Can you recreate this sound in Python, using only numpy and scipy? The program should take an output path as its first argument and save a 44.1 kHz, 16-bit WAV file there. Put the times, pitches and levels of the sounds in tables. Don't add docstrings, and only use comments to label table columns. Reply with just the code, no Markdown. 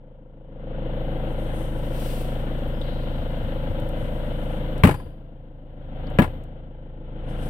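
import sys
import numpy as np
from scipy import signal
from scipy.fft import rfft, irfft, next_fast_len
from scipy.io import wavfile
from scipy.ndimage import uniform_filter1d, map_coordinates

SR = 44100
rng = np.random.default_rng(int(sys.argv[2]) if len(sys.argv) > 2 else 0)


def gain_from_db(level_db):
    decades = np.asarray(level_db, float) / 20
    return 10 ** decades


def log_audio(samples):
    frames = np.atleast_2d(samples).T
    limited = np.clip(frames, -1, 1)
    pcm = np.round(limited * 32767).astype(np.int16)
    wavfile.write(sys.argv[1], SR, pcm)


N = 330309
T = np.arange(N) / SR
FFT_SIZE = next_fast_len(N, True)
F = np.maximum(np.fft.rfftfreq(FFT_SIZE, 1 / SR), 1.)


def curve(table):
    s, *columns = np.transpose(table)
    return [np.interp(T, s, column) for column in columns]


def over_hz(table, column=1):
    rows = np.array(table)
    return np.interp(np.log(F), np.log(rows[:, 0]), rows[:, column])


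def level(x, db):
    return x * gain_from_db(db) / np.sqrt(np.mean(x ** 2))


def resonance(hz, width):
    return 1j * F * width / (hz ** 2 - F ** 2 + 1j * F * width)


def walk(rate):
    hold = int(SR / rate)
    levels = np.repeat(rng.standard_normal(N // hold + 1), hold)
    return uniform_filter1d(levels, hold)[:N]


def noise(envelope):
    return rng.standard_normal((3, N)) * envelope


def burst(s, ms):
    out, at = np.zeros(N), int(np.ceil(s * SR))
    part = out[at:at + int(ms * SR / 200)]
    part += gain_from_db(-20 * np.arange(len(part)) * 1e3 / SR / ms)
    return out


def ring(modes, kick):
    age = T[:SR // 2]
    tone = sum(gain_from_db(db - 60 * age / t60) * np.sin(2 * np.pi * hz * age) for hz, db, t60 in modes)
    return signal.fftconvolve(kick, tone)[:N]


def strokes(table):
    total = 0
    for s, hold, db, swell, fade in table:
        rise = swell * np.maximum(s - T, 0)
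        fall = fade * np.maximum(T - s - hold, 0)
        total = total + gain_from_db(db - rise - fall)
    return total


# frequency in Hz, left minus right in dB, left's lead in radians,
# likeness of the two sides from 0 to 1.
MIC_PAIR = [(30, 1.1, 0, .8), (200, 1.7, -.2, .7), (690, 4, 0, .7), (1150, 7, -1.2, .5), (1640, 8, -3, .45),
            (2400, 8.5, -5, .45), (4400, 4, -11, .4), (8000, 2.5, -17, .3), (16000, 1, -17, .3)]


def port_tilt():
    return gain_from_db(over_hz(MIC_PAIR) / 2) * np.exp(.5j * over_hz(MIC_PAIR, column=2))


def at_ports(sources, response):
    like = np.clip(over_hz(MIC_PAIR, column=3), 0, 1)
    tilt = port_tilt()
    common, left, right = rfft(sources, FFT_SIZE) * response
    shared = np.sqrt(like) * common
    pair = [(shared + np.sqrt(1 - like) * left) * tilt, (shared + np.sqrt(1 - like) * right) / tilt]
    return irfft(pair, FFT_SIZE)[:, :N]


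def firing_boom(turns):
    return gain_from_db(-25 + .4 * walk(6)) * np.cos(2 * np.pi * turns) * gain_from_db(np.array([[.55], [-.55]]))


# frequency in Hz, width in Hz, level in dB, arrival after the firing in ms.
CAB_MODES = [(52.19, 7.87, -33.21, 24.55), (84.0, 8.4, -33.1, 7.56), (136.21, 12.05, -31.71, 5.57),
             (167.18, 16.92, -38.66, 31.09), (210.65, 20.75, -44.07, 12.95), (260.78, 37.28, -46.7, 15.84),
             (329.62, 15.6, -41.87, 9.46), (462.58, 31.03, -46.28, 15.62), (528.62, 27, -42.6, 12.51),
             (620.18, 32.97, -51, 10.45), (768.68, 28.5, -54.62, 10.12), (897.75, 62.6, -64.49, 16.47),
             (1005.5, 35.1, -58.14, 1.33)]
CYLINDERS_DB = [-1.7, .9, -.9, 1.7]
# time in seconds, level of the dash knock in dB.
NEAR_DASH = [(0, 8), (1.7, 4), (2.6, 3.5), (4.8, 3), (7.49, 2)]


def firing_knock(turns):
    jitter_ms, scatter_db, lumpy_db, bright_db = .05, .9, 3.5, 1.5
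    count = np.arange(1, int(turns[-1]) + 1)
    fired = np.interp(count, turns, T)
    late = jitter_ms * rng.standard_normal(len(count))
    body = 0
    for hz, width, db, ms in CAB_MODES:
        share = min(hz / 450, 1)
        uneven_db = scatter_db * rng.standard_normal(len(count)) + np.take(CYLINDERS_DB, count % 4)
        size_db = share * uneven_db + bright_db * (hz > 700)
        size_db = size_db + (hz > 400) * np.interp(fired, *np.transpose(NEAR_DASH))
        if 200 < hz < 350:
            size_db = size_db + lumpy_db * np.cos(np.pi / 2 * count + hz)
        at = np.round((fired + (ms + late) / 1e3) * SR).astype(int) % N
        kicks = np.bincount(at, gain_from_db(size_db), N)
        body = body + rfft(kicks, FFT_SIZE) * gain_from_db(db) * resonance(hz, width)
    push = SR / (2 * 26.67) * np.exp(-(F / 1500) ** 2) / (1 + (40 / F) ** 8)
    tilt = port_tilt()
    return irfft(body * push * [tilt, 1 / tilt], FFT_SIZE)[:, :N]


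def cycling(turns, count):
    size, keep = SR * 3 * count // 80, 0.888
    fresh = rng.standard_normal((3, 20 + 210 // count, size))
    rounds = signal.lfilter([np.sqrt(1 - keep ** 2)], [1, -keep], fresh, axis=1)[:, 20:]
    return rounds.reshape(3, -1)[:, (turns / count * size).astype(int)]


# frequency in Hz, density in dB per Hz.
CLATTER_COLOUR = [(40, -26), (100, -8), (280, -9.5), (400, -18.5), (600, -10), (800, -22), (1180, -29.5),
                  (1490, -24.5), (1680, -28), (2040, -32), (2500, -36.5), (3000, -28.5), (3500, -32),
                  (4200, -40.5), (5500, -67.5)]
# frequency in Hz, width in Hz, level in dB.
TRIM_MODES = [(320, 20, 6), (525, 40, 1.5), (745, 25, 6), (852, 30, 8), (970, 30, 6), (1340, 40, 4),
              (2070, 50, 4)]


def injector_clatter(turns):
    trim = 1 + sum((gain_from_db(db) - 1) * resonance(hz, width) for hz, width, db in TRIM_MODES)
    colour = gain_from_db(over_hz(CLATTER_COLOUR)) * trim
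    low = 1 / (1 + (F / 1320) ** 4)
    deep = 1 / (1 + (F / 400) ** 8)
    gate_db = 0.9 * np.cos(2 * np.pi * (turns - .5)) + 0.27 * np.cos(4 * np.pi * (turns - .3))
    gate = gain_from_db(gate_db + walk(30))
    swell = gain_from_db(3.5 * np.cos(2 * np.pi * (turns - 0.45)))
    every_cycle = at_ports(cycling(turns, count=4), colour * np.sqrt(deep))
    every_firing = at_ports(cycling(turns, count=1) * swell, colour * np.sqrt(low * (1 - deep)))
    irregular = at_ports(noise(gate), colour * np.sqrt(1 - np.minimum(0.81 * low, 1)))
    return level(0.85 * every_cycle + 0.5 * every_firing + irregular, -35)


# time in seconds, firing rate in Hz.
IDLE = [(0.0, 26.813), (1.5, 26.67), (3.0, 26.629), (4.5, 26.656), (6.0, 26.665), (7.5, 26.653)]


def engine():
    turns = .345 + np.cumsum(curve(IDLE)[0]) / SR
    return firing_boom(turns) + firing_knock(turns) + injector_clatter(turns)


# frequency in Hz, density in dB per Hz.
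HISS_COLOUR = [(4000, -6), (6500, -7.5), (9000, -0.5), (13000, 4), (15100, 13.5), (16000, -19.5)]


def hiss():
    colour = gain_from_db(over_hz([(2000, -44.5)] + HISS_COLOUR))
    return level(at_ports(noise(1), colour), -60)


# frequency in Hz, width in Hz, level in dB.
RUB_BANDS = [(5370, 200, -13), (6630, 220, -4), (7840, 200, -4), (8500, 490, 0), (9800, 200, 3.5),
             (10550, 200, 4.5), (11370, 180, 0)]
# start in seconds, hold in seconds, level in dB, swell in dB per s, fade in dB per s.
RUBS = [
    (1.55, 0.18, -53.5, 35, 70),
    (2.4, 0.092, -75, 50, 54.6),
    (4.0, .56, -60, 300, 114),
    (7.3, .2, -43.5, 111, 50),
]


def cloth_rub():
    bands = sum(gain_from_db(db) * resonance(hz, width) for hz, width, db in RUB_BANDS)
    rub = level(at_ports(noise(gain_from_db(2.5 * walk(30))), bands), 0)
    warped = np.cumsum(1 + 0.013 * uniform_filter1d(walk(2.5), size=9000))
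    rub = np.array([map_coordinates(side, [warped], mode="mirror") for side in rub])
    return strokes(RUBS) * rub


# frequency in Hz, density in dB per Hz.
CLOTH_COLOUR = [(2350, -11.5), (4000, -12), (6180, -14.5), (7230, -14), (8360, -7.5), (9830, -12),
                (11100, -7.5), (13100, -11.5), (15000, -7), (16000, -18)]
# start in seconds, hold in seconds, level in dB, swell in dB per s, fade in dB per s.
BRUSHES = [
    (2.03, 0.15, -40.5, 69, 86),
    (2.6, 0.46, -60, 32, 6.5),
    (4.0, 0.89, -63.5, 13, 19.5),
    (7.4, .1, -48, 94.5, 50),
]


def cloth_brush():
    colour = gain_from_db(over_hz([(1200, -30)] + CLOTH_COLOUR))
    return strokes(BRUSHES) * level(at_ports(noise(gain_from_db(1.5 * walk(40))), colour), 0)


# time in seconds, level in dB,
# frequency in Hz, width in Hz, length in ms.
TICKS = [(2.678, -49, 12100, 5000, 30), (2.806, -55, 8600, 900, 30), (2.814, -35.5, 3580, 650, 17),
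         (2.813, -50, 6000, 3900, 6), (2.83, -51.5, 3880, 900, 980), (2.9508, -48, 4200, 1500, 3),
         (3.7994, -42.5, 10000, 8000, 8.9), (3.8887, -40, 11900, 9000, 9), (4.779, -43, 9150, 9300, 12),
         (4.9, -52, 4730, 300, 330), (4.901, -46, 10520, 300, 260), (6.0686, -40, 4470, 700, 8.7),
         (6.1011, -42, 10000, 6040, 6), (6.188, -27, 15100, 1510, 44), (4.8338, -26, 15250, 1500, 39),
         (6.4374, -34, 10000, 8900, 7.4), (7.4613, -33, 11000, 8000, 6)]


def ticks():
    out = np.zeros((3, N))
    for s, db, hz, width, ms in TICKS:
        at = int(s * SR)
        band = signal.iirpeak(hz, hz / width, SR)
        shape = gain_from_db(db) * burst(0, ms)[:min(SR, N - at)] * np.sqrt(SR / width / 2.0)
        tick = rng.standard_normal((3, len(shape))) * shape
        out[:, at:at + len(shape)] += signal.lfilter(*band, signal.lfilter(*band, tick))
    return at_ports(out, 1)


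# time in seconds, level in dB, frequency in Hz.
BUMPS = [
    (2.682, -30, 70),
    (3.198, -28, 71),
    (3.441, -23, 93),
    (3.632, -33, 110),
    (3.711, -21.5, 103),
    (3.827, -29, 112),
    (4.03, -24, 95),
    (6.398, -33, 80),
]


def bumps():
    total = 0
    for s, db, hz in BUMPS:
        total = total + gain_from_db(db) * np.exp(-((T - s) / 0.011) ** 2) * np.sin(2 * np.pi * hz * (T - s))
    return total * gain_from_db(np.array([[3.5], [-3.5]]))


# time in seconds, frequency in Hz, level in dB.
SQUEAK = [
    (2.72, 4750, -83),
    (2.735, 4830, -63),
    (2.76, 5150, -64),
    (2.785, 5170, -64),
    (2.81, 4930, -60),
    (2.82, 4800, -73),
]


def squeak():
    hz, db = curve(SQUEAK)
    sounding = (T > SQUEAK[0][0]) * (T < SQUEAK[-1][0])
    return sounding * gain_from_db(db - 2.5 + 5.0 * walk(150)) * np.sin(2 * np.pi * np.cumsum(hz) / SR)


# time in seconds, crack level in dB.
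TOUCHES = [
    (4.8357, -6.5),
    (6.1869, -9.5),
]
# time in seconds, thump level in dB, thump frequency in Hz,
# panel level in dB, crack level in dB.
SLAPS = [(4.8391, 0.5, 198, -20.5, -13), (4.8504, -3.5, 278.5, -24, -18), (4.8719, -8.5, 174, -32, -16.5),
         (4.89, -26, 159, -13, -21.5), (4.91, -10.5, 156, -26, -22), (4.942, -20, 126, -23, -27.5),
         (4.999, -27, 94, -26.5, -40.5), (5.061, -17, 86, -34, -45.5), (6.1911, -1, 241.7, -7.5, -20),
         (6.198, -12.5, 293, -23.5, -32), (6.2199, -11, 184, -17.5, -18), (6.241, -29, 147, -19.5, -30),
         (6.276, -19.5, 125, -30, -55), (6.352, -26, 96.9, -40, -59)]
# frequency in Hz, level in dB.
CRACK_COLOUR = [(300, 14.5), (1000, 10.5), (2700, 1.5), (4000, -8), (5800, -18.5), (8500, -7),
                (11000, -9.5), (15000, -13), (16500, -32.5)]


def slap_crack():
    crack = 0
    for s, db in TOUCHES:
        crack = crack + gain_from_db(db) * (burst(s, 9.7) + gain_from_db(-23) * burst(s, 120))
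    for s, _, _, _, crack_db in SLAPS:
        crack = crack + gain_from_db(crack_db) * burst(s, 29.2)
    colour = gain_from_db(over_hz(CRACK_COLOUR))
    return at_ports(noise(crack), colour / np.sqrt(np.mean(colour ** 2)))


# frequency in Hz, level in dB, 60 dB decay in seconds.
SHELL_MODES = [(62, -32.5, .2), (96, -15.5, 0.16), (124, -17, 0.052), (314, -12, 0.098)]


def slap_thump():
    t60_s, sag, sag_s = 0.092, 0.47, 0.0053
    thump, kicks = np.zeros(N), np.zeros(N)
    age = T[:SR // 4]
    for s, thump_db, hz, _, _ in SLAPS:
        at = int(s * SR)
        turns = np.cumsum(hz * (1 - sag * np.exp(-age / sag_s))) / SR
        thump[at:at + len(age)] += gain_from_db(thump_db - 60 * age / t60_s) * np.sin(2 * np.pi * turns)
        kicks[at] = gain_from_db(thump_db)
    return (thump + ring(SHELL_MODES, kicks)) * gain_from_db(np.array([[1.6], [-1.6]]))


# frequency in Hz, level in dB, 60 dB decay in seconds.
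PANEL_MODES = [(450, -15, 0.037), (571, -13, 0.032), (627, 4, 0.037), (837, 9.5, 0.033), (994, 6.5, 0.06),
               (1300, -9, .04), (1480, -6, 0.033), (1670, 4.5, 0.043), (1950, -6, 0.044),
               (2350, -17.5, 0.04), (3430, -17.5, .03)]


def slap_panel():
    push = sum(gain_from_db(panel_db - 33.5) * burst(s, 16) for s, _, _, panel_db, _ in SLAPS)
    return at_ports([ring(PANEL_MODES, kick) for kick in noise(push)], 1)


def scene():
    cloth_and_trim = cloth_rub() + cloth_brush() + ticks() + squeak()
    slaps = slap_crack() + slap_thump() + slap_panel()
    return engine() + hiss() + cloth_and_trim + bumps() + slaps


def duck(s, back_s, fall_s, recover_s, bend):
    sink = 1 - np.exp(-(np.maximum(T - s, 0) / fall_s) ** bend)
    return sink / (1 + np.exp((T - back_s) / recover_s))


def band_limit(x):
    return signal.sosfilt(signal.butter(12, 16670, fs=SR, output="sos"), x)


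# start in seconds, depth in dB, middle of the recovery in
# seconds, depth of the top in dB.
DUCKS = [
    (-0.6, -18.5, 0.61, -47),
    (4.837, -15, 5.902, -26.5),
    (6.189, -12, 7.19, -42),
]


def record(dry):
    db, top_db = 0.23, -5.5
    for s, depth, back, top_depth in DUCKS:
        db = db + depth * duck(s, back, 0.21, 0.1, 1.21)
        top_db = top_db + top_depth * duck(s, back + 0.08, .33, 0.12, 3)
    ahead_db = sum(-8.5 * np.clip(2 + 2 * (T - s) / 0.0099, 0, 1) * (T < s) for s, _ in TOUCHES)
    dry = dry * gain_from_db(ahead_db)
    dry = signal.sosfilt(signal.ellip(10, .3, 45, 15900, fs=SR, output="sos"), dry)
    upper = signal.sosfiltfilt(signal.butter(1, 900, "high", fs=SR, output="sos"), dry)
    top = signal.sosfiltfilt(signal.butter(4, 4200, "high", fs=SR, output="sos"), dry)
    middle = gain_from_db(0.54 * db) * (upper - top)
    wet = gain_from_db(db) * (dry - upper + middle) + gain_from_db(top_db) * top
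    wet = wet + gain_from_db(-93) * rng.standard_normal(wet.shape)
    knee = 5
    return band_limit(wet / (1 + np.abs(wet) ** knee) ** (1 / knee))


dry = scene()
out = record(dry)
log_audio(out)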